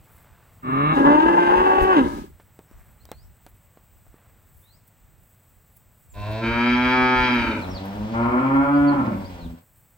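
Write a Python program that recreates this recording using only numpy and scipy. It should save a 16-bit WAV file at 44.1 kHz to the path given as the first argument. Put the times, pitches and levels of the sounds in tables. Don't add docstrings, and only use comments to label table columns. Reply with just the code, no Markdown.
import sys
import numpy as np
from scipy import signal
from scipy.fft import rfft, irfft
from scipy.io import wavfile
from scipy.ndimage import uniform_filter1d, map_coordinates

SR = 44100
rng = np.random.default_rng(int(sys.argv[2]) if len(sys.argv) > 2 else 0)


def digitize_waveform(pressure):
    field = np.atleast_2d(pressure).T
    bounded = np.clip(field, -1, 1)
    quanta = np.round(bounded * 32767).astype(np.int16)
    wavfile.write(sys.argv[1], SR, quanta)


N = 439677
TIME = np.arange(N) / SR
BREEZE_DB = 7 * np.exp(-TIME / 5.3)


def from_db(db):
    return 10 ** (np.asarray(db) / 20)


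def rms_one(x):
    return x / np.sqrt(np.mean(x ** 2) + 1e-20)


def in_time(rows, t):
    times, *columns = np.transpose(rows)
    return [np.interp(t, times, column) for column in columns]


def butter(x, hz, kind, order=2):
    return signal.sosfilt(signal.butter(order, hz, kind, fs=SR, output="sos"), x)


def drift(rate_hz, size):
    slow = butter(rng.standard_normal(size + SR), rate_hz, "low")
    return rms_one(slow)[SR:]


def coloured(spectrum, alike):
    hz, db = np.transpose(spectrum)
    bins_hz = np.arange(N // 2 + 1) * SR / N
    gain = from_db(np.interp(np.log(bins_hz + 1), np.log(hz), db))
    mid, side = irfft(rfft(rng.standard_normal((2, N))) * gain, N)
    return rms_one(mid + np.sqrt((1 - alike) / (1 + alike)) * side * [[1], [-1]])


# frequency_hz, relative_db
RUMBLE_SPECTRUM = [(22, -29.5), (46, -7), (80, -10), (150, -30.5), (1000, -62.5)]
# start_s, end_s, level_db
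RUMBLE_RISES = [(.62, 2.347, -45), (1.78, 1.876, -21), (2.998, 3.29, -47), (6.07, 7.548, -39.5),
                (7.3, 9.6, -42)]


def rumble(calm_db=-62, rise_s=0.15, lumps_db=5):
    strength = from_db(calm_db + .5 * BREEZE_DB)
    for start, end, db in RUMBLE_RISES:
        ramp = np.minimum(TIME - start, end - TIME) / min(rise_s, (end - start) / 2)
        strength += from_db(db) * np.clip(ramp, 0, 1) ** 2
    return strength * from_db(lumps_db * drift(5.5, N)) * coloured(RUMBLE_SPECTRUM, alike=.5)


# frequency_hz, relative_db
AIR_SPECTRUM = [(40, -28), (100, -6.5), (330, -27), (700, -26.5), (2100, -33), (6500, -48)]


def open_air(calm_db=-62.5):
    return from_db(calm_db + BREEZE_DB) * coloured(AIR_SPECTRUM, alike=1)


# frequency_hz, relative_db
HISS_SPECTRUM = [(3000, -36.5), (7000, -10), (8100, 4), (9100, -22.5), (12500, -11), (14800, 1.5)]
# time_s, level_db
TREBLE_FLICKERS = [(3.492, -50.5), (4.88, -47.5), (5.77, -45.5), (6.32, -49), (7.35, -50), (7.858, -44.5)]


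def faint_hiss(level_db=-61, flicker_s=0.0053):
    hiss = from_db(level_db + drift(12, N)) * coloured(HISS_SPECTRUM, alike=1)
    swell = from_db(-64 - BREEZE_DB + 5.5 * drift(2.2, N))
    flickers = sum(from_db(db) / (1 + ((TIME - s) / flicker_s) ** 2) for s, db in TREBLE_FLICKERS)
    flutter = from_db(2.2 * drift(80, N))
    treble = butter(rng.standard_normal(N), 12500, "high")
    return hiss + (swell + flickers) * flutter * treble


# start_s, length_s, level_db
GRASS_TUFTS = [(0.047, 0.72, -61.5), (2.67, 0.43, -63), (4.11, 0.38, -65)]


def grass(ticks_per_s=11, settle_s=3.7, grains_per_s=500, band_hz=(450, 1700)):
    ticks = rng.random(N) < ticks_per_s * np.exp(-TIME / settle_s) / SR
    sizes = from_db(-0.5 * np.minimum(rng.exponential(1, N), 4)) * rng.choice([-1, 1], N)
    stalks = butter(ticks * sizes * from_db(-50.5) + 1e-18, band_hz, "band")
    grains = rng.random(N) < grains_per_s / SR
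    rustle = rms_one(butter(grains * sizes + 1e-18, band_hz, "band"))
    tufts = sum(from_db(db) * np.sin(np.pi * np.clip((TIME - start) / length, 0, 1) ** .5)
                for start, length, db in GRASS_TUFTS)
    return stalks + tufts * rustle


def vocal_folds(pitch, rough, slap, smear, jitter, shimmer, turbulence):
    size = len(pitch)
    phase = 2 * np.pi * np.cumsum(pitch * (1 + jitter * rough * drift(70, size))) / SR
    pulses = sum(np.cos(k * phase - smear * k * k) * (1 + slap * (-1) ** k) for k in range(1, 100))
    pulses = rms_one(pulses) * (1 + shimmer * rough * drift(64, size))
    puffs = butter(rng.standard_normal(size) * (1 + 0.66 * np.cos(phase)), 220, "high")
    return np.sqrt(1 - rough ** 2) * pulses + turbulence * rough ** 1.5 * puffs


def throat(source, resonances, pitch_ratio):
    out = 0
    for k, (hz, width_hz, db, *lean) in enumerate(resonances):
        decay = np.exp(-np.pi * width_hz / SR)
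        turn = np.exp(2j * np.pi * np.cumsum(hz * pitch_ratio ** sum(lean)) / SR)
        ringing = np.imag(turn * signal.lfilter([1 - decay ** 2], [1, -decay], source / turn))
        out = out + (-1) ** k * from_db(db) * ringing
    return out


def effort(t, push):
    start, attack_s, held, end, fall_db, bend = push
    swell = 1 - np.exp(-np.maximum(t - start, 1e-5) / attack_s)
    return 20 * np.log10(swell) - fall_db * np.clip((t - held) / (end - held), 0, 1) ** bend


# middle_s, half_length_s, chest_db, mouth_db, rasp_db
CALL_ACCENTS = [(1.11, 0.054, 3.5, 5, 4.5), (1.993, 0.03, 7.5, -1, 12), (7.039, 0.22, 3, 4, -0.5),
                (9.134, 0.046, 6, -2.5, -1.5), (9.457, 0.035, 8.5, -9, -13)]


def band_levels(t, push, bands, pitch, opening):
    octaves = np.log2(pitch / pitch.max())
    accents_db = sum(np.outer(lifts_db, np.exp(-((t - middle) / half) ** 4))
                     for middle, half, *lifts_db in CALL_ACCENTS)
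    return [full_db + effort(t, push) + octave_db * octaves - shut_db * (1 - opening) + accent_db
            for (full_db, octave_db, shut_db), accent_db in zip(bands, accents_db)]


def pasture(x, lag_ms, scatter_db, fade_s=0.21):
    age = np.arange(SR // 2) / SR
    tail = butter(rng.standard_normal((2, len(age))), 600, "high", order=4) * from_db(-60 * age / fade_s)
    tail /= np.sqrt(np.sum(tail ** 2, axis=1, keepdims=True))
    samples, shift = np.arange(len(x)), lag_ms * SR / 2000
    direct = np.array([map_coordinates(x, [samples + side * shift], order=3) for side in (-1, 1)])
    return direct + from_db(scatter_db) * signal.fftconvolve([x], tail, axes=1)[:, :len(x)]


def tree_line(x, echoes, skew_ms=.2):
    out, power = x.copy(), 1
    for k, (delay_s, db) in enumerate(echoes):
        for channel in range(2):
            lag = int(round((delay_s + (-1) ** (k + channel) * skew_ms / 2000) * SR))
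            out[channel, lag:] += from_db(db) * x[channel, :N - lag]
        power += from_db(db) ** 2
    return out / np.sqrt(power)


def moo(melody, push, bands, manner, shut, opened, echoes, glide_s, slap, lag_ms, scatter_db, air_db,
        lean_left_db=0, overtone=None, **fold_settings):
    span = (TIME >= push[0]) & (TIME <= push[3])
    t = TIME[span]
    pitch = uniform_filter1d(in_time(melody, t)[0], size=int(glide_s * SR), mode="nearest")
    rough, opening = np.clip(in_time(manner, t), 0, .99)
    source = vocal_folds(pitch, rough, slap * opening, **fold_settings)
    if overtone:
        source = overtone(source, t)
    ratio = pitch / pitch.max()
    voice = (1 - opening) * throat(source, shut, ratio) + opening * throat(source, opened, ratio)
    voice = pasture(voice, lag_ms, scatter_db)
    chest, mouth, rasp = [signal.sosfiltfilt(signal.butter(4, hz, kind, fs=SR, output="sos"), voice)
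                          for hz, kind in ((470, "low"), ([470, 1900], "band"), (1900, "high"))]
    mouth = mouth * from_db([[lean_left_db], [-lean_left_db]])
    levels_db = band_levels(t, push, bands, pitch, opening)
    out = np.zeros((2, N))
    for band, level_db in zip((chest, mouth, rasp), levels_db):
        power = uniform_filter1d(band.mean(axis=0) ** 2, size=SR // 20)
        throb_db = 3 * np.sqrt(rough) * drift(12, len(t))
        out[:, span] += band / np.sqrt(np.abs(power) + 1e-14) * from_db(level_db + throb_db)
    rush = butter(butter(rng.standard_normal((2, len(t))), 900, "high"), 3200, "low", order=1)
    out[:, span] += rush * rough * from_db(air_db + 0.26 * levels_db[2])
    out[:, span] *= np.clip(np.minimum((t - t[0]) / 0.01, (t[-1] - t) / 0.11), 0, 1)
    return tree_line(out, echoes)


# time_s, pitch_hz
BELLOW_TUNE = [(.62, 123.2), (.72, 131.9), (.83, 145.4), (.94, 163.2), (.97, 135.9), (1.05, 138.1),
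               (1.3, 170.7), (1.47, 174.8), (1.69, 190.5), (1.935, 186.4), (1.982, 142.4), (2.03, 121.4)]
# start_s, attack_s, held_until_s, end_s, fall_db, bend
BELLOW_BREATH = (.622, 0.19, 1.962, 2.299, 30.5, 0.82)
# level_db, db_per_octave, shut_mouth_loss_db
BELLOW_BANDS = [(-23, -15, 2.5), (-24, 2.5, 1.5), (-38, 13.5, -6.5)]
# time_s, roughness_0_to_1, mouth_opening_0_to_1
BELLOW_VOICING = [(.62, .025, 0), (.92, .03, .02), (.97, .55, .8), (1.1, .22, .95), (1.27, .32, 1),
                  (1.95, .29, 1), (2.01, .35, .9), (2.08, .95, .5)]
# frequency_hz, width_hz, gain_db
BELLOW_HUM = [(146, 17, 8), (274.4, 30, 9), (422, 50, -3.5), (565, 44, -13.5), (1209, 58, 1.5),
              (1784, 70, -12.5), (2205, 116, -9), (2780, 140, -12), (3400, 170, -20.5), (3900, 200, -24.5)]
# frequency_at_top_pitch_hz, width_hz, gain_db, lean
BELLOW_VOWEL = [(196, 130, -10.5, 0.19), (336, 120, 1.5, 0.42), (588, 45, -6, -0.12), (755, 18, -3.5, 0.14),
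                (893, 138, 2.5, -0.12), (1219, 138, -4, -0.14), (1610, 84, -3.5, -0.019),
                (2030, 110, -12, -0.0093), (2690, 355, -14.5, -0.092), (3570, 610, -32, -0.23)]
# delay_s, gain_db
BELLOW_TREES = [(.06, -15)]


def bellow():
    return moo(BELLOW_TUNE, BELLOW_BREATH, BELLOW_BANDS, BELLOW_VOICING, BELLOW_HUM, BELLOW_VOWEL,
               BELLOW_TREES, glide_s=0.027, slap=0.62, smear=.15, jitter=.05, shimmer=1, turbulence=3.1,
               lag_ms=0.45, scatter_db=-7, air_db=-24, lean_left_db=1.3, overtone=squeal)


# time_s, pitch_hz, strength_0_to_1
SQUEAL_TUNE = [(.97, 1063, 0.74), (1.07, 995.4, 0.55), (1.2, 918.4, 0.57), (1.35, 877.3, 0.87),
               (1.7, 861.3, 0.76), (1.92, 801, .1)]


def squeal(source, t, waver=0.028):
    hz, strength = in_time(SQUEAL_TUNE, t)
    hz = hz * (1 + waver * drift(41.4, len(t)))
    wave = strength * np.sin(2 * np.pi * np.cumsum(hz) / SR)
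    return source * (1 + wave) + 0.26 * wave


# start_s, level_db, pitch_hz, crack_db
NEAR_KNOCKS = [(2.399, -35, 880, -52.5), (2.591, -29, 410, -40), (2.713, -38, 306, -47),
               (3.054, -43, 900, -34), (3.09, -34, 700, -50), (3.1162, -21, 625, -22.5),
               (3.465, -30, 700, -35), (3.773, -35, 576, -67), (4.066, -43, 646, -66),
               (4.142, -37, 328, -54)]


def knocks(ring_cycles=3.9, crack_s=0.0078, crumble_s=0.083, echo_s=0.05):
    out, age = np.zeros(N), np.arange(SR // 20) / SR
    for start, db, hz, crack_db in NEAR_KNOCKS:
        ringing = np.sin(2 * np.pi * hz * age) * from_db(db - 60 * age * hz / ring_cycles)
        crack = rng.standard_normal(len(age)) * from_db(crack_db - 60 * age / crack_s)
        dull_noise = butter(rng.standard_normal(len(age)), hz * 2, "low")
        crumble = dull_noise * from_db(db - 60 * age / crumble_s)
        at = int(start * SR)
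        out[at:at + len(age)] += ringing + .5 * (crack + crumble)
    age = np.arange(SR // 2) / SR
    trees = butter(rng.standard_normal((2, len(age))), [600, 2200], "band")
    trees *= from_db(-40 - 60 * age / echo_s)
    return out + signal.fftconvolve([out], trees, axes=1)[:, :N]


# start_s, length_s, start_pitch_hz, end_pitch_hz, level_db
BIRD_NOTES = [(2.67, 0.13, 5550, 6150, -78), (2.995, 0.04, 3900, 4960, -66),
              (3.063, 0.19, 3700, 6100, -64.5), (4.624, .15, 3490, 5820, -64.5),
              (6.095, .036, 7900, 6430, -57), (7.615, 0.038, 4340, 3100, -47), (7.69, .06, 5550, 5000, -51),
              (7.745, 0.043, 4840, 2960, -41), (8.73, .06, 4350, 5220, -57.5),
              (8.872, 0.029, 4610, 3920, -42.5), (9.17, 0.088, 4700, 4380, -69),
              (9.241, .035, 4384, 5650, -51.5), (9.387, 0.093, 4550, 2430, -55)]


def bird(flick=0.48, waver=0.013):
    out = np.zeros(N)
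    for start, length, start_hz, end_hz, db in BIRD_NOTES:
        along = np.linspace(0, 1, int(length * SR))
        glide = (1 - flick) * along + flick * along ** 6
        hz = (start_hz + (end_hz - start_hz) * glide) * (1 + waver * drift(90, len(along)))
        swell = np.sqrt(np.abs(np.sin(np.pi * along)))
        at = int(start * SR)
        out[at:at + len(along)] += from_db(db) * swell * np.sin(2 * np.pi * np.cumsum(hz) / SR)
    return pasture(out, lag_ms=0, scatter_db=0)


# time_s, pitch_hz
BRASSY_TUNE = [(6.125, 99.9), (6.3, 106.6), (6.41, 113), (6.68, 121.5), (6.95, 127.1), (7.2, 126.1),
               (7.3, 123.6), (7.48, 112.8), (7.62, 93.5)]
# start_s, attack_s, held_until_s, end_s, fall_db, bend
BRASSY_BREATH = (6.132, 0.076, 7.579, 7.72, 18, 0.7)
# level_db, db_per_octave, shut_mouth_loss_db
BRASSY_BANDS = [(-20, 20.8, 3.6), (-25.5, 18.2, 4.3), (-24, 23.3, 13.2)]
# time_s, roughness_0_to_1, mouth_opening_0_to_1
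BRASSY_VOICING = [(6.12, .3, .04), (6.41, .16, .05), (6.44, .24, .5), (6.58, .14, .96), (6.9, .085, .9),
                  (7.17, .075, .9), (7.36, .26, .85), (7.62, .7, .5)]
# frequency_hz, width_hz, gain_db
BRASSY_HUM = [(97.2, 82, -3), (657, 52, -1.5), (1025, 24, 1.5), (1580, 300, -21), (2500, 220, -23),
              (2680, 38, -11.5), (3920, 610, -23.5)]
# frequency_at_top_pitch_hz, width_hz, gain_db, lean
BRASSY_VOWEL = [(249, 48.3, -1, 0.14), (381, 21, -15, 0.7), (627, 28, -10.5, 0.91), (924, 89, 5.5, -0.014),
                (1330, 50.5, 8, -0.092), (1648, 88, 4, .3), (2313, 139, 2.5, -0.11), (3254, 110, -7, 0.48),
                (3940, 122, -14, .3), (4690, 75, -16, .4), (5120, 97, -18.5, 0.68),
                (6215, 140, -29.5, 0.061), (10600, 800, -55, 0)]
# delay_s, gain_db
BRASSY_TREES = [(0.0498, -6), (0.0568, -12.5)]


def brassy_moo():
    return moo(BRASSY_TUNE, BRASSY_BREATH, BRASSY_BANDS, BRASSY_VOICING, BRASSY_HUM, BRASSY_VOWEL,
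               BRASSY_TREES, glide_s=0.07, slap=0.11, smear=.09, jitter=0.035, shimmer=0.18,
               turbulence=3.3, lag_ms=-0.042, scatter_db=-9, air_db=-30)


# time_s, pitch_hz
DULL_TUNE = [(7.72, 91.5), (8, 105.8), (8.35, 124.6), (8.42, 132.3), (8.68, 142.4), (8.88, 143.4),
             (8.98, 132.5), (9.14, 97), (9.45, 83.1)]
# start_s, attack_s, held_until_s, end_s, fall_db, bend
DULL_BREATH = (7.58, 0.0068, 8.6, 9.58, 7.7, 1.27)
# level_db, db_per_octave, shut_mouth_loss_db
DULL_BANDS = [(-17.5, 18, 5.4), (-26, 2.5, 16.1), (-47, -1, 6.6)]
# time_s, roughness_0_to_1, mouth_opening_0_to_1
DULL_VOICING = [(7.62, .45, .08), (8.12, .25, .03), (8.15, .08, .9), (8.4, .3, 1), (8.62, .11, 1),
                (8.87, .13, .97), (8.96, .68, .92), (9.3, .45, .14)]
# frequency_hz, width_hz, gain_db
DULL_HUM = [(84, 58, 10.5), (220, 73, 14), (800, 580, -3.5), (1500, 1000, -12), (2300, 1900, -20.5),
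            (5250, 3700, -35)]
# frequency_at_top_pitch_hz, width_hz, gain_db, lean
DULL_VOWEL = [(137, 14, -12, 0.47), (283, 34, 0, 0.51), (370, 27, -5.5, 0.1), (585, 140, -11, 0.41),
              (880, 100, -8, -0.18), (1014, 35, 0, -.3), (1360, 101, -7, .05), (1776, 64, -19.5, 0.12),
              (2200, 225, -18, 0), (3380, 200, -37, 0.3)]
# delay_s, gain_db
DULL_TREES = [(.0518, -7), (.0765, -4.5)]


def dull_moo():
    return moo(DULL_TUNE, DULL_BREATH, DULL_BANDS, DULL_VOICING, DULL_HUM, DULL_VOWEL,
               DULL_TREES, glide_s=0.041, slap=0.11, smear=.2, jitter=0.047, shimmer=0.46,
               turbulence=2.2, lag_ms=-0.23, scatter_db=-1.5, air_db=-33)


def scene():
    cattle = bellow() + brassy_moo() + dull_moo()
    return cattle + knocks() + grass() + bird() + rumble() + open_air() + faint_hiss()


def record(dry):
    return signal.sosfilt(signal.ellip(12, .1, 90, 15850, fs=SR, output="sos"), dry)


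dry = scene()
out = record(dry)
digitize_waveform(out)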